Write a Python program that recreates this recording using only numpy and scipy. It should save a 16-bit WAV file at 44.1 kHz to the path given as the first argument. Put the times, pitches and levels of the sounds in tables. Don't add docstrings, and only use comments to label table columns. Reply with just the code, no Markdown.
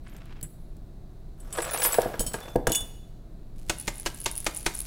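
import sys
import numpy as np
from scipy import signal
from scipy.fft import rfft, irfft
from scipy.io import wavfile

SR = 44100
rng = np.random.default_rng(int(sys.argv[2]) if len(sys.argv) > 2 else 0)


def master(y):
    cut = np.clip(np.atleast_2d(y).T, -1, 1)
    pcm = np.round(cut * 32767)
    wavfile.write(sys.argv[1], SR, pcm.astype(np.int16))


N = 214590
T = np.arange(N) / SR
AGE = T[:SR // 2]

BLOW_EDGES_HZ = [100, 350, 800, 2000, 6000, 16000]
BLOW_PIVOT_HZ = 530
# (time [s], level before gain [dB], brightness [dB/octave], contact time [s])
PAN_CLACKS = [(3.695, -28.5, 1, 0.0089), (3.876, -30.5, 0.5, 0.0086), (4.059, -28.5, 0, 0.015),
              (4.258, -28.5, 0.7, 0.0064), (4.463, -26.5, 0.08, 0.0092), (4.661, -25, 0, 0.0078),
              (4.860, -19.5, -1.24, 0.0018)]
ARM_STIRS_S, WIND_UP_DB = 3.56, -6


def amp(db):
    return 10 ** (np.asarray(db) / 20)


def unit(x):
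    return x / np.sqrt(np.mean(x ** 2))


def add(out, s, sound):
    i = max(int(s * SR), 0)
    out[i:i + len(sound)] += sound[:max(N - i, 0)]


def band(x, lo_hz, hi_hz, order=3):
    edges = [lo_hz, min(hi_hz, SR / 2 - 100)]
    return signal.sosfilt(signal.butter(order, edges, "band", fs=SR, output="sos"), x)


def colour(x, points):
    hz, db = np.transpose(points)
    f = np.maximum(np.fft.rfftfreq(len(x), 1 / SR), 1)
    gain = amp(np.interp(np.log(f), np.log(hz), db))
    return irfft(rfft(x) * gain, len(x))


def fade(t60):
    return np.exp(-np.log(1000) * AGE / t60)


def hiss(t60):
    return rng.standard_normal(len(AGE)) * fade(t60)


def ring(modes, scatter_db, detune):
    out = np.zeros(len(AGE))
    for hz, db, t60 in modes:
        weight_chance, pitch_chance = rng.standard_normal(2)
        mode_hz = hz * (1 + detune * pitch_chance)
        out += amp(db + scatter_db * weight_chance) * fade(t60) * np.sin(2 * np.pi * mode_hz * AGE)
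    return out


def weigh(x, edges_hz, band_db, size=660):
    out = np.zeros(len(x))
    for lo, hi, db in zip(edges_hz, edges_hz[1:], band_db):
        part = band(x, lo, hi)
        out += part * amp(db) / np.sqrt(np.mean(part[:size] ** 2))
    return out


def octaves(edges_hz, pivot_hz):
    edges = np.array(edges_hz, float)
    return np.log2(np.sqrt(edges[:-1] * edges[1:]) / pivot_hz)


def grains(per_s, spread_db):
    size = amp(spread_db * np.minimum(rng.exponential(size=N), 4))
    return (rng.random(N) < per_s / SR) * size * rng.choice([-1, 1], N)


def tinkles(start, end, lo_hz, hi_hz, t60, spread_db, count):
    out, age = np.zeros(N), AGE[:SR // 16]
    decay = fade(t60)[:len(age)]
    for when, pitch, strength in rng.random((count, 3)):
        hz = lo_hz * (hi_hz / lo_hz) ** pitch
        size = amp(-spread_db * np.log(max(strength, .04)))
        add(out, start + when * (end - start), size * decay * np.sin(2 * np.pi * hz * age))
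    return unit(out) * np.sqrt((end - start) / T[-1])


def rebounds(chatter_db):
    contacts = amp(chatter_db) * (rng.random(len(AGE)) < 600 / SR) * hiss(.07)
    contacts[0] = 1
    return contacts


def ventilation(whistle_db):
    # (frequency [Hz], relative level [dB])
    duct_spectrum = [(11, -18.5), (18, 4), (42, -3.5), (81, -13), (108, -17), (160, -14.5), (291, -22.5),
                     (326, -20), (500, -32.5), (683, -29), (834, -38), (3080, -54), (3980, -47),
                     (5140, -55), (16000, -58)]
    # (frequency [Hz], rms level [dB])
    hum_lines = [(30.4, -52), (120, -55.5), (157, -60.5)]
    air = amp(-41.5) * unit(colour(rng.standard_normal(N), duct_spectrum))
    hum = np.zeros(N)
    for hz, db in hum_lines:
        drift = np.cumsum(rng.standard_normal(N)) / np.sqrt(SR)
        hum += np.sqrt(2) * amp(db) * np.sin(2 * np.pi * hz * T + 1.35 * drift)
    whistle = unit(band(rng.standard_normal(N), 3800, 4400, order=1))
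    return air + hum + amp(whistle_db) * whistle


def creep(scratch_db, splinter_db, surge_db):
    start_s, end_s, ramp_s = 0.028, .47, 0.04
    settled_s = 0.19
    moving = np.clip(np.minimum(T - start_s, end_s - T) / ramp_s, 0, 1)
    surges = amp(surge_db * unit(band(rng.standard_normal(N), 4.1, 33, order=2)))
    scratch = unit(surges * band(grains(per_s=2900, spread_db=3.5), 430, 2730, order=2))
    splinters = tinkles(start_s, settled_s, 6800, 14500, t60=0.022, spread_db=1, count=40)
    return moving * (amp(scratch_db) * scratch + amp(splinter_db) * splinters)


def ticks(gain_db, t60):
    # (time [s], peak before gain [dB])
    tick_times = [(0.0967, -42), (0.165, -37), (0.2563, -42), (0.412, -32.5), (0.767, -45), (1.65, -23),
                  (1.7753, -15.5), (2.018, -16), (2.4037, -27.5), (2.559, -23)]
    out = np.zeros(N)
    for s, db in tick_times:
        tick = band(hiss(t60), 920, 15130, order=1)
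        add(out, s, amp(db + gain_db) * tick / np.abs(tick).max())
    return out


def clinks(table, modes, tone_db, gain_db, crack_db, crack_t60, chatter_db):
    glass_edges_hz = [2500, 6500, 8500, 12000, 16000]
    tilt = octaves(glass_edges_hz, pivot_hz=8500)
    out = np.zeros(N)
    for s, level_db, brightness, freedom in table:
        damped = [(hz, db, t60 * freedom) for hz, db, t60 in modes]
        tone = signal.fftconvolve(rebounds(chatter_db), ring(damped, 1, .001))[:len(AGE)]
        crack = amp(crack_db) * hiss(crack_t60)
        band_db = level_db + np.array(tone_db) + brightness * tilt
        add(out, s, weigh(tone + crack, glass_edges_hz, band_db))
    return amp(gain_db) * out


def bowl_clinks():
    # (time [s], level before gain [dB], brightness [dB/octave], ring length against free ringing [0-1])
    blow_times = [(0.4284, -35, 8, 0.25), (1.4022, -51, 0, 0.3), (1.5264, -33.5, -2, .46),
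                  (1.5713, -38, 1.5, 0.9), (1.6192, -31.5, 2.5, 0.72), (1.839, -26, -3.5, .5)]
    # (frequency [Hz], level [dB], t60 [s])
    modes = [(3084, -14, .2), (3520, -14, .2), (7275, -6, .42), (8000, -1, .3), (9175, -3, .25),
             (9690, -9, .2), (10530, 1, .33), (12490, -7, .18), (14220, -11, .2), (14630, -4, .18)]
    tone_db = [-8.5, 1, 1, -10]
    return clinks(blow_times, modes, tone_db, gain_db=-4.0, crack_db=-3.5, crack_t60=0.025, chatter_db=-35.5)


def wafts(sway_hz, t60, flutter_db, shake_db):
    # (time [s], level [dB])
    puffs = [(0.43, -31), (2.193, -21.5), (2.261, -27.5), (2.556, -21.5), (2.674, -18.5), (2.808, -28)]
    out = np.zeros(N)
    for s, db in puffs + [(s, shake_db) for s, *_ in PAN_CLACKS]:
        flutter = amp(flutter_db) * unit(band(rng.standard_normal(len(AGE)), 45, 195, order=2))
        add(out, s, amp(db) * fade(t60) * (np.sin(2 * np.pi * sway_hz * AGE) + flutter))
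    return out


def slide(body_db, grit_db, splinter_db, treble_power, surge_db, dull_hz):
    # (time [s], level before gain [dB])
    scrape_curve = [(1.378, -61.5), (1.524, -49), (1.55, -38.5), (1.72, -37.5), (1.85, -35), (2.03, -42.5),
                    (2.29, -49), (2.49, -45.5), (2.642, -64)]
    # (frequency [Hz], relative level [dB])
    pan_spectrum = [(150, -37.5), (330, -7), (480, 4), (680, 5.5), (900, -1), (1500, 0), (2200, -5),
                    (3300, -6), (5000, -13), (7000, -24), (15000, -36)]
    s, scrape_db = np.transpose(scrape_curve)
    scrape = amp(np.interp(T, s, scrape_db)) * (T > s[0]) * (T < s[-1])
    force = scrape / scrape.max()
    surges = amp(surge_db * unit(band(rng.standard_normal(N), 36, 56, order=2)))
    slips = grains(per_s=700, spread_db=3.0)
    clicks = signal.fftconvolve(slips, hiss(0.013))[:N] + grains(per_s=6600, spread_db=6)
    pan = unit(surges * colour(clicks, pan_spectrum))
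    drum = band(pan, 60, dull_hz, order=1)
    body = drum + (pan - drum) * np.sqrt(force)
    grit = band(slips + grains(per_s=880, spread_db=5.5), 4100, 14000, order=2)
    splinters = tinkles(s[0], s[-1], 5000, 15500, t60=0.025, spread_db=3, count=700)
    treble = amp(grit_db) * unit(grit * surges) + amp(splinter_db) * splinters * np.sqrt(force)
    return amp(body_db) * scrape * body + treble * force ** treble_power


def knocks(gain_db, rattle_db, rattle_t60, panel_db, tail_db, tail_t60, hollow_db, hollow_t60):
    # (time [s], level before gain [dB], hardness as treble [dB/octave], boom of the box [dB])
    thumps = [(1.584, -19.5, -2, -7), (1.665, -33.5, -2, 3), (1.743, -26.5, 1, -13), (1.818, -36.5, 6.5, 3),
              (1.848, -25.5, 3, 2), (1.941, -28.5, 3.5, 0), (1.983, -7, -12.5, -2.5), (2.03, -29, -1, 2),
              (2.056, -20, -12, 9.5), (2.138, -27.5, -3.5, 8), (2.202, -24, -8.5, 3), (2.34, -24, -1, 10),
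              (2.477, -32.5, -11.5, 1.5), (2.555, -11, -16, 10.5), (2.668, -15, -2, 2.5),
              (2.70, -22.5, -28, 12.5)]
    # (frequency [Hz], level [dB], t60 [s])
    box_modes = [(134, -10, 0.078), (249, -11.5, 0.09), (340, -8, 0.13), (454, -13, 0.077),
                 (485, 2.5, 0.055), (661, 0, 0.047), (930, -11.5, 0.12), (1120, -17, 0.01),
                 (1640, -3.5, 0.047)]
    tone_db = [-16.5, -1, -2, -8, -19.5]
    treble_octaves = np.maximum(octaves(BLOW_EDGES_HZ, BLOW_PIVOT_HZ), 0)
    out = np.zeros(N)
    for s, level_db, hardness, boom_db in thumps:
        shake = hiss(rattle_t60) + amp(tail_db) * hiss(tail_t60)
        rattle = shake + amp(panel_db) * band(shake, 490, 1194, order=1)
        hollow = amp(hollow_db + boom_db) * band(hiss(hollow_t60), 170, 420, order=2)
        body = ring(box_modes, 2, .02)
        band_db = level_db + np.array(tone_db) + hardness * treble_octaves
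        band_db[0] += boom_db
        blow = body + hollow + amp(rattle_db) * rattle
        add(out, s + 0.001073, weigh(blow, BLOW_EDGES_HZ, band_db))
    return amp(gain_db) * out


def shards(gain_db, crack_db, crack_t60, wobble_db, chatter_db):
    # (time [s], shard [name], level before gain [dB])
    tumbles = [(1.71, "sliver", -30.5), (1.7348, "chip", -22), (1.753, "needle", -36.5),
               (1.785, "wedge", -30.5), (1.801, "sliver", -27), (1.830, "flake", -23),
               (1.836, "plate", -38.5), (1.843, "needle", -25), (1.859, "needle", -19.5),
               (1.923, "wedge", -23.5), (1.929, "sliver", -30.5), (1.941, "flake", -33)]
    shard_modes = {"wedge": [(7820, 0, .22), (11350, -7, .2)], "flake": [(9490, 0, .26), (14517, -6, .13),
                   (15490, -5, .22), (15715, -10, .18)], "chip": [(9672, 0, .15), (11370, -11, .13)],
                   "sliver": [(9860, 0, .22), (15490, -9, .2), (15715, -7, .2)], "needle": [(11362, 0, .15),
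                   (14517, -4, .12)], "plate": [(3461, -7, .3), (5073, 0, .3)]}
    out = np.zeros(N)
    for s, shard, level_db in tumbles:
        ping = amp(crack_db) * band(hiss(crack_t60), 4000, 14000, order=1)
        for mode in shard_modes[shard]:
            flutter = amp(wobble_db * unit(band(rng.standard_normal(len(AGE)), 30, 160, order=2)))
            ping = ping + flutter * ring([mode], 0, .001)
        add(out, s, amp(level_db) * signal.fftconvolve(rebounds(chatter_db), ping))
    return amp(gain_db) * out


def foot_clinks():
    # (time [s], level before gain [dB], brightness [dB/octave], ring length against free ringing [0-1])
    blow_times = [(2.1939, -24.5, -1.5, 0.25), (2.2024, -22, 5.5, 0.49), (2.2645, -25, -0.5, 0.67),
                  (2.3342, -30.5, 1, 0.51)]
    # (frequency [Hz], level [dB], t60 [s])
    modes = [(3110, -4, .22), (4491, -10, .2), (5349, -6, .2), (6790, -7, .18), (7816, 0, .15),
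             (7957, -3, .25), (9490, -10, .2), (9715, 0, .14), (11096, -7, .15), (13015, -2, .12),
             (14560, -11, .12), (15425, -6, .2)]
    tone_db = [-10, -3.5, -3.5, -12.5]
    return clinks(blow_times, modes, tone_db, gain_db=-4, crack_db=-3, crack_t60=0.16, chatter_db=-4)


def drop(t60):
    # (leaving [s], landing [s], frequency [Hz], level [dB])
    fall = (2.415, 2.556, 3490, -47)
    leave, land, hz, db = fall
    out = np.zeros(N)
    gate = np.clip(np.minimum(AGE, land - leave - AGE) / .006, 0, 1)
    add(out, leave, amp(db) * gate * fade(t60) * np.sin(2 * np.pi * hz * AGE))
    return out


def heap_clinks():
    # (time [s], level before gain [dB], brightness [dB/octave], ring length against free ringing [0-1])
    blow_times = [(2.6698, -27, -1.5, 0.12), (2.6944, -36.5, -3, 0.35), (2.7187, -22.5, 0, 0.29),
                  (2.7487, -20.5, -2, 0.39), (2.8054, -37, 3, 0.3)]
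    # (frequency [Hz], level [dB], t60 [s])
    modes = [(2927, -7, .55), (3110, -11, .2), (3472, -6, .55), (4457, -16, .16), (5491, -13, .2),
             (6772, 0, .17), (7238, -3, .26), (7955, -5, .2), (9160, 0, .24), (9712, -7, .22),
             (10440, -5, .2), (11108, -8, .28), (11428, -7, .15), (13050, -11, .18), (14550, -4, .16),
             (15490, -8, .16)]
    tone_db = [-7, -2.5, -3.5, -10]
    return clinks(blow_times, modes, tone_db, gain_db=-2.0, crack_db=10.5, crack_t60=0.03, chatter_db=4)


def sleeve(jerk_db, steady_db):
    rise_s, fall_s = 0.0066, 0.02
    jerks = sum(np.exp(-np.maximum((s - T) / rise_s, (T - s) / fall_s)) for s, *_ in PAN_CLACKS)
    moving = (T > ARM_STIRS_S) * amp(WIND_UP_DB * (T < PAN_CLACKS[0][0]))
    cloth = unit(band(grains(per_s=1100, spread_db=5.5), 1250, 12800, order=2))
    return cloth * moving * (amp(steady_db) + amp(jerk_db) * jerks)


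def charm(click_db):
    # (frequency [Hz], level [dB], t60 [s])
    metal_modes = [(7600, -30, 0.055), (10100, -15, 0.015), (10360, 6, 0.015), (9330, -7, 0.0082),
                   (11300, -25, 0.0093), (12700, -14, .015)]
    click = amp(click_db) * band(hiss(.01), 4000, 13500, order=1)
    ping = ring(metal_modes, 4, .028) + click
    return ping / np.abs(ping).max()


def bracelet(charm_db, chain_db, swing_db, click_db):
    # (time [s], peak before gain [dB])
    charm_strikes = [(3.7853, -22), (3.7994, -17.5), (3.813, -23), (3.9564, -28), (3.9987, -19),
                     (4.2026, -21), (4.2155, -22), (4.241, -22), (4.246, -21), (4.314, -16.5), (4.354, -22),
                     (4.378, -13), (4.4033, -20), (4.4447, -17.5), (4.563, -24), (4.606, -27), (4.748, -21),
                     (4.7735, -26), (4.8042, -12.5)]
    rebound_s, rebound_loss_db = .009, -8.5
    lag_s, spread_s = 0.11, 0.034
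    build_db_per_s = 12.5
    strikes = np.zeros(N)
    for s, db in charm_strikes:
        for bounce, late in enumerate(rng.uniform(-.4, .4, size=3)):
            strike_s = s + bounce * rebound_s * (1 + late)
            add(strikes, strike_s, amp(db + charm_db + bounce * rebound_loss_db) * charm(click_db))
    links = tinkles(ARM_STIRS_S, T[-1], 9970, 9670, t60=0.011, spread_db=13.5, count=260)
    links += 0.69 * tinkles(ARM_STIRS_S, T[-1], 6700, 12800, t60=0.0016, spread_db=3, count=800)
    swings = sum(np.exp(-((T - s - lag_s) / spread_s) ** 2) for s, *_ in PAN_CLACKS)
    shaking_s = T - PAN_CLACKS[0][0]
    effort = amp(build_db_per_s * shaking_s + WIND_UP_DB * (shaking_s < 0))
    return strikes + effort * links * (amp(chain_db) + amp(swing_db) * swings)


def clacks(gain_db, tail_db, tail_t60, echo, rise_s):
    # (frequency [Hz], relative level [dB])
    chatter_spectrum = [(100, 30), (9000, 1.5), (11000, -6.5), (16000, -16)]
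    tone_db = [-16.5, -2.5, -0.5, 1.5, -2]
    # (frequency [Hz], level [dB], t60 [s])
    plastic_modes = [(333.4, -2, 0.096), (590, -2, 0.036)]
    tilt = octaves(BLOW_EDGES_HZ, BLOW_PIVOT_HZ)
    out = np.zeros(N)
    for s, level_db, brightness, contact in PAN_CLACKS:
        rise = np.minimum(AGE / rise_s, 1) ** 2
        chatter = rise * (np.exp(-(AGE / contact) ** 2) + amp(tail_db) * fade(tail_t60))
        sound = chatter * colour(rng.standard_normal(len(AGE)), chatter_spectrum)
        lag = int(SR * rng.uniform(0.0031, 0.0033))
        sound[lag:] += echo * sound[:-lag]
        band_db = level_db + np.array(tone_db) + brightness * tilt
        add(out, s - .001, weigh(sound, BLOW_EDGES_HZ, band_db))
        add(out, s + rise_s, amp(level_db) * ring(plastic_modes, 2, .03))
    return amp(gain_db) * out


def room(x, wet_db):
    # (centre [Hz], t60 [s], relative level [dB])
    tail_bands = [(138, 1, -6), (457, 0.61, -2), (1020, 0.39, 3.5), (2760, 0.84, -4.5), (5660, 0.25, -0.5),
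                  (12000, 0.61, -1)]
    tail = np.zeros(len(AGE))
    for hz, t60, db in tail_bands:
        tail += amp(db) * band(rng.standard_normal(len(AGE)), hz / 1.25, hz * 2.0, order=2) * fade(t60)
    tail *= np.minimum(AGE / 0.0018, 1)
    tail /= np.sqrt(np.sum(tail ** 2))
    return x + amp(wet_db) * signal.fftconvolve(x, tail)[:N]


def scene():
    air = ventilation(whistle_db=-84.5) + wafts(sway_hz=30.2, t60=0.18, flutter_db=-8.5, shake_db=-27.5)
    small = creep(scratch_db=-57, splinter_db=-66, surge_db=4.5) + ticks(gain_db=-3, t60=0.016)
    small += slide(body_db=1, grit_db=-58, splinter_db=-46.5, treble_power=0.51, surge_db=3.5, dull_hz=900)
    small += sleeve(jerk_db=-42, steady_db=-57.5)
    small += bracelet(charm_db=-2.5, chain_db=-63.5, swing_db=-56.5, click_db=-6.0)
    glass = bowl_clinks() + foot_clinks() + drop(t60=0.91) + heap_clinks()
    glass += shards(gain_db=-1, crack_db=-3, crack_t60=0.024, wobble_db=3.0, chatter_db=-15)
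    blows = knocks(gain_db=-6.0, rattle_db=-6, rattle_t60=0.05, panel_db=16, tail_db=-15.5, tail_t60=0.52,
                   hollow_db=-1.5, hollow_t60=.2)
    blows += clacks(gain_db=-2.5, tail_db=-7.5, tail_t60=0.13, echo=0.32, rise_s=0.0034)
    return (room(glass + blows + small, wet_db=-13) + air)[None]


def record(dry):
    return signal.sosfilt(signal.ellip(10, .2, 80, 16200, fs=SR, output="sos"), dry)


dry = scene()
out = record(dry)
master(out)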